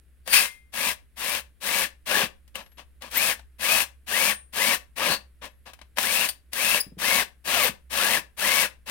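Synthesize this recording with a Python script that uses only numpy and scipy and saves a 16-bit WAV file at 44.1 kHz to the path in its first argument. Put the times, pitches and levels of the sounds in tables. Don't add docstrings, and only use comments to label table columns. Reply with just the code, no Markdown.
import sys
import numpy as np
from scipy import signal
from scipy.fft import rfft, irfft
from scipy.io import wavfile
from scipy.ndimage import uniform_filter1d

SR = 44100
rng = np.random.default_rng(int(sys.argv[2]) if len(sys.argv) > 2 else 0)


def unload_audio(sound):
    columns = np.transpose(np.atleast_2d(sound))
    steps = np.round(np.clip(columns, -1, 1) * 32767)
    wavfile.write(sys.argv[1], SR, steps.astype(np.int16))


N = 392490
TIME = np.arange(N) / SR
CUTOFF_HZ = 16000
USUAL_HZ, USUAL_DB = 2300, -23

# start_s, release_s, force_db, early_whine_hz, late_whine_hz
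PULLS = [(0.251, 0.412, -27.5, 2600, 2500), (0.718, 0.874, -25.5, 2545, 2445),
         (1.156, 1.343, -27.5, 2303, 2444), (1.6, 1.81, -25, 2326, 2290), (2.053, 2.202, -22.5, 1930, 1700),
         (2.541, 2.57, -40, 450, 450), (2.768, 2.768, -44.5, 452, 450), (3.005, 3.039, -43, 600, 600),
         (3.1, 3.279, -23.5, 2550, 2650), (3.581, 3.78, -22, 2623, 2600), (4.06, 4.279, -23, 2147, 2396),
         (4.521, 4.707, -22.5, 2198, 2305), (4.954, 5.106, -24.5, 3000, 1504),
         (5.411, 5.42, -37.5, 507, 496), (5.653, 5.657, -44, 290, 303), (5.955, 6.003, -28, 1677, 1700),
         (5.992, 6.221, -24.5, 2450, 2779), (6.514, 6.743, -23.5, 2572, 2700),
         (6.976, 7.178, -22, 2293, 2200), (7.439, 7.64, -22, 3300, 2100), (7.894, 8.136, -23, 1300, 2053),
         (8.364, 8.608, -22, 2200, 2246), (8.855, 8.95, -26.5, 1800, 1790)]
# frequency_hz, gain_db
RASP_SPECTRUM = [(120, -33.5), (204, -2), (390, -16.5), (546, -3.5), (698, -4.5), (1030, -4.5), (1370, -9),
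                 (1680, -3), (2590, -5), (3520, -7.5), (7200, -15), (8660, -8.5), (12000, -16),
                 (15500, -20.5)]


def rasp(force, treble, boom, pitch, teeth_per_cycle=.06):
    tooth_hz = pitch * teeth_per_cycle * (1 + .12 * drift(40))
    tooth = np.sin(2 * np.pi * np.cumsum(tooth_hz) / SR)
    bite = force * from_db(0.75 * drift(240) - tooth)
    fractures = spread(chips(per_s=16000, size_db=0.5), chips(per_s=30000, size_db=3.0))
    scrape = rms_one(colour(fractures, RASP_SPECTRUM))
    low, rest = crossover(scrape, hz=1100)
    middle, high = crossover(rest, hz=6430)
    body = from_db(-5.0) * boom * low
    hiss = treble * from_db(7.0 + 0.6 * drift(60)) * high
    return bite * (body + middle + hiss) + tank_ring(bite, boom)


def chips(per_s, size_db):
    sizes = from_db(size_db * np.minimum(rng.exponential(1, N), 5))
    return rms_one(sizes * rng.standard_normal(N) * (rng.random(N) < per_s / SR))


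def tank_ring(bite, boom, boom_below_hz=1500):
    # pitch_hz, width_hz, level_db
    tank_modes = [(238, 190, -20), (547, 74, -13), (981, 77, -15), (1113, 69, -15.5), (1684, 43, -10.5),
                  (2598, 260, -5.5)]
    blows = bite * spread(chips(per_s=5000, size_db=2.0), chips(per_s=5000, size_db=1.5))
    ring = 0
    for hz, width_hz, db in tank_modes:
        drive = blows * boom if hz < boom_below_hz else blows
        ring += from_db(db) * np.sqrt(SR / np.pi / width_hz) * resonate(drive, hz, width_hz)
    return from_db(-2.5) * ring / np.sqrt(2)


def pressure(ease_s=0.053, bite_hz_per_s=53600):
    force, treble, boom = np.zeros((3, N))
    for start, release, db, _, hz in PULLS:
        now = (TIME > start) & (TIME < release + 6 * ease_s)
        biting = (1 - np.exp(-(TIME[now] - start) * bite_hz_per_s / hz)) ** 1.77
        running_out = np.exp(-(np.maximum(TIME[now] - release, 0) / ease_s) ** 3.2)
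        force[now] += from_db(db) * biting * running_out
        faster_khz = (hz - USUAL_HZ) / 1000
        treble[now] = from_db(-3.5 + 4.5 * faster_khz)
        boom[now] = from_db(-0.5 - 4.0 * faster_khz)
    return force, treble, boom


def snag(start_s=0.321, rise_s=0.022, decay_s=0.041, force_db=-15.5):
    t = np.maximum(TIME - start_s, 0)
    return from_db(force_db) * np.minimum(t / rise_s, 1) * np.exp(-np.maximum(t - rise_s, 0) / decay_s)


def grit(surge_db=1.2, per_s=22):
    trim_db = np.log(10) / 20 * surge_db ** 2
    return from_db(surge_db * drift(per_s) - trim_db)


def motor(lag_s=.018, spin_up_s=.033, loaded_s=.085, brake_s=.085, fade_db_per_s=25):
    pitch, whine_db, growl_db = np.zeros((3, N))
    for start, release, db, early_hz, late_hz in PULLS:
        now = TIME > start
        t, coasting = TIME[now] - start, np.maximum(TIME[now] - release, 0)
        rising = 1 - np.exp(-np.maximum(t - lag_s, 0) / spin_up_s)
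        loaded_hz = np.interp(t, [loaded_s, max(release - start, loaded_s)], [early_hz, late_hz])
        braking = np.maximum(1 - (coasting / brake_s) ** 2, 0)
        pitch[now] = loaded_hz * rising * braking
        whine_db[now] = -7.0 + .7 * (db - USUAL_DB) - fade_db_per_s * coasting
        growl_db[now] = 5.5 * max(early_hz - late_hz, 0) / 1000
    return pitch, from_db(whine_db), growl_db


def gears(force, pitch, whine, growl_db, wobble=.019, rough_db=3.8, housing_hz=1550):
    # pitch_ratio, level_db
    gear_tones = [(.25, -13.5), (.5, -11.5), (.75, -21), (1, 3)]
    phase = 2 * np.pi * np.cumsum(pitch * (1 + wobble * drift(110))) / SR
    tones = 0
    for ratio, db in gear_tones:
        tilt_db = growl_db if ratio < 1 else -growl_db / 2
        tones += from_db(db + tilt_db + rough_db * drift(90)) * np.sin(ratio * phase)
    return force * whine * np.minimum(pitch / housing_hz, 1) ** 5 * tones


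def catches(crack_s=0.0062, rattle_s=.014, rattle_db=-9.5, bright_hz=5000):
    # start_s, level_db, treble_db
    hard_catches = [(0.276, -16, 0.5), (0.336, -11.5, 1.5), (0.739, -23, 2), (2.478, -46, 5.5),
                    (2.555, -22, 4.5), (2.662, -38, -17), (2.718, -44, -12), (2.794, -31, -13),
                    (3.021, -24.5, -1), (3.393, -31, -8), (5.734, -31, 0), (5.79, -37.5, -24),
                    (5.814, -29, -23), (5.972, -15.5, -2.5), (5.984, -6, 0.5), (6.289, -20, 12),
                    (6.532, -21.5, 11), (6.805, -32, -8)]
    clacks = [(start + .014, -33.5 + 0.22 * (db - USUAL_DB), -7) for start, _, db, _, _ in PULLS]
    out, t = np.zeros((2, N)), TIME[:SR // 6]
    envelope = np.exp(-t / crack_s) + from_db(rattle_db) * np.exp(-t / rattle_s)
    for start, db, treble_db in hard_catches + clacks:
        crack = rng.standard_normal((2, len(t))) * envelope
        dull = signal.lfilter(*signal.butter(1, bright_hz, fs=SR), crack)
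        add(out, start, from_db(db - 9.5) * (dull + from_db(treble_db) * (crack - dull)))
    return butter(colour(spread(*out), RASP_SPECTRUM), 270, "high") * 2


def squeaks(jitter=.038):
    # peak_s, half_width_s, pitch_hz, level_db, overtone_db
    slips = [(0.36, 0.046, 4620, -23.5, 5), (0.37, 0.028, 2550, -16.5, -10),
             (2.557, 0.0017, 2890, -24, -24), (3.177, 0.0077, 13900, -17, -10),
             (5.127, 0.035, 4395, -25, -20), (6.295, 0.013, 4520, -31.5, 6.5),
             (6.81, 0.0079, 4950, -23.5, 3.5), (7.646, 0.015, 14100, -23, -10)]
    out = np.zeros(N)
    wavering_time = np.cumsum(1 + jitter * drift(350)) / SR
    for peak, half_width, hz, db, overtone_db in slips:
        near = abs(TIME - peak) < np.pi * half_width
        phase = 2 * np.pi * hz * wavering_time[near]
        partials = enumerate(from_db([0, overtone_db, overtone_db - 7.5]), 1)
        tone = sum(gain * np.sin(k * phase) for k, gain in partials if k * hz < CUTOFF_HZ)
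        out[near] += from_db(db) * np.exp(-((TIME[near] - peak) / half_width) ** 2) * tone
    return out


def cup_ring(sustain=1.28, low_hz=5000):
    # start_s, level_db, low_mode_gain_db
    releases = [(0.41, -31, 6.5), (4.314, -30, -26)]
    # pitch_hz, level_db, base_t60_s (stretched by sustain)
    cup_modes = [(2099, -7, .32), (2455, -17, .31), (3241, -21, .29), (8800, 1, .24)]
    out, t = np.zeros(N), TIME[:SR // 2]
    for start, level_db, low_db in releases:
        for hz, db, t60 in cup_modes:
            envelope_db = level_db + db + low_db * (hz < low_hz) - 60 * t / (t60 * sustain)
            add(out, start, from_db(envelope_db) * np.sin(2 * np.pi * hz * t))
    return out


def bumps(thud_hz=170, width_hz=130, decay_s=0.013):
    # start_s, level_db
    knocks = [(2.235, -30), (5.099, -31), (6.865, -41.5), (6.918, -42.5), (6.969, -39.5), (7.691, -33.5),
              (8.177, -37)]
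    out, t = np.zeros(N), TIME[:SR // 8]
    for start, db in knocks:
        add(out, start, from_db(db + 21.5) * rng.standard_normal(len(t)) * np.exp(-t / decay_s))
    return butter(resonate(out, thud_hz, width_hz), 350, "low")


def drive_whistle():
    # start_s, end_s, level_db
    stalls = [(2.62, 2.79, -64), (5.485, 5.678, -76)]
    gate = sum(from_db(db) * ((TIME > start) & (TIME < end)) for start, end, db in stalls)
    return uniform_filter1d(gate, SR // 100) * narrow_noise(N, hz=11550, width_hz=70)


def room(x, wet_db, predelay_s=.006):
    # frequency_hz, t60_s
    decay_times = [(200, 0.31), (2000, 0.21), (6000, 0.2), (15000, 0.16)]
    t, edges = TIME[:SR * 2 // 3], np.geomspace(100, CUTOFF_HZ, 8)
    tail = 0
    for low, high in zip(edges, edges[1:]):
        bandpass = signal.butter(2, [low, high], "band", fs=SR, output="sos")
        band = signal.sosfilt(bandpass, rng.standard_normal((2, len(t))))
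        tail += band * from_db(-60 * t / at_hz(decay_times, np.sqrt(low * high))) * (t > predelay_s)
    return from_db(wet_db) * signal.fftconvolve(x, rms_one(tail) / np.sqrt(len(t)), axes=1)[:, :N]


def background(hum_hz=64, hum_db=-57.5, rumble_db=-60.5, air_db=-64.5):
    # frequency_hz, gain_db
    air_spectrum = [(25, 12), (45, -3.5), (80, 2.5), (130, 0.5), (400, -8.5), (900, -21.5), (1700, -12.5),
                    (2600, -16.5), (6300, -28), (10000, -16.5), (15000, -26)]
    air = rms_one(colour(spread(*rng.standard_normal((2, N))), air_spectrum))
    hum_phase = 2 * np.pi * np.cumsum(hum_hz + 2 * drift(9)) / SR
    hum = np.sqrt(2) * np.sin(hum_phase) * from_db(2.5 * drift(9))
    rumble = narrow_noise((2, N), hz=54, width_hz=22)
    return from_db(air_db) * air + from_db(hum_db) * hum + from_db(rumble_db) * rumble


def spread(centre, side):
    # frequency_hz, correlation
    likeness = [(100, .9), (700, 0.77), (1500, 0.7), (3000, 0.29), (14000, 0.46)]
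    mid = colour(centre, [(hz, 10 * np.log10(1 + alike)) for hz, alike in likeness])
    width = colour(side, [(hz, 10 * np.log10(1 - alike)) for hz, alike in likeness])
    return mid + width * [[1], [-1]]


def colour(x, spectrum, size=4096):
    cepstrum = irfft(np.log(from_db(at_hz(spectrum, np.arange(size // 2 + 1) * SR / size))))
    cepstrum[1:size // 2] *= 2
    cepstrum[size // 2 + 1:] = 0
    impulse = irfft(np.exp(rfft(cepstrum)))
    return signal.fftconvolve(np.atleast_2d(x), impulse[None], axes=1)[:, :N]


def narrow_noise(shape, hz, width_hz):
    return rms_one(resonate(resonate(rng.standard_normal(shape), hz, width_hz), hz, width_hz))


def resonate(x, hz, width_hz):
    r = np.exp(-np.pi * width_hz / SR)
    feedback = [1, -2 * r * np.cos(2 * np.pi * hz / SR), r * r]
    return signal.lfilter(np.array([1, 0, -1]) * (1 - r * r) / 2, feedback, x + 1e-18)


def crossover(x, hz):
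    return butter(butter(x, hz, "low"), hz, "low"), butter(butter(x, hz, "high"), hz, "high")


def butter(x, hz, kind):
    return signal.sosfilt(signal.butter(2, hz, kind, fs=SR, output="sos"), x)


def drift(rate_hz):
    knots = rng.standard_normal(N // 8)
    return rms_one(np.interp(TIME * rate_hz * 2, np.arange(len(knots)), knots))


def at_hz(points, hz):
    frequencies, values = np.array(points).T
    return np.interp(np.log(np.maximum(hz, 1)), np.log(frequencies), values)


def add(out, start_s, sound):
    i = max(int(start_s * SR), 0)
    out[..., i:i + sound.shape[-1]] += sound[..., :max(N - i, 0)]


def from_db(db):
    return 10 ** (np.asarray(db) / 20)


def rms_one(x):
    return x / np.sqrt(np.mean(x ** 2) + 1e-20)


def scene():
    # frequency_hz, left_minus_right_db
    balance = [(100, 6), (290, 0.5), (640, 8), (1400, 7.5), (3100, 10.5), (6000, 11), (9000, 3.5),
               (13500, 14)]
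    pitch, whine, growl_db = motor()
    steady, treble, boom = pressure()
    force = steady + snag()
    boom = boom * steady / (force + 1e-9)
    cutting = rasp(force, treble * grit(), boom, pitch) + gears(steady, pitch, whine, growl_db)
    work = cutting + catches() + squeaks() + cup_ring() + bumps() + drive_whistle()
    left, right = work + room(work, wet_db=-15.0)
    left = colour(left, [(hz, db / 2) for hz, db in balance])
    right = colour(np.roll(right, 3), [(hz, -db / 2) for hz, db in balance])
    return from_db(-2.0) * np.vstack([left, right]) + background()


def record(dry):
    return signal.sosfilt(signal.ellip(10, .1, 80, CUTOFF_HZ, fs=SR, output="sos"), dry)


dry = scene()
out = record(dry)
unload_audio(out)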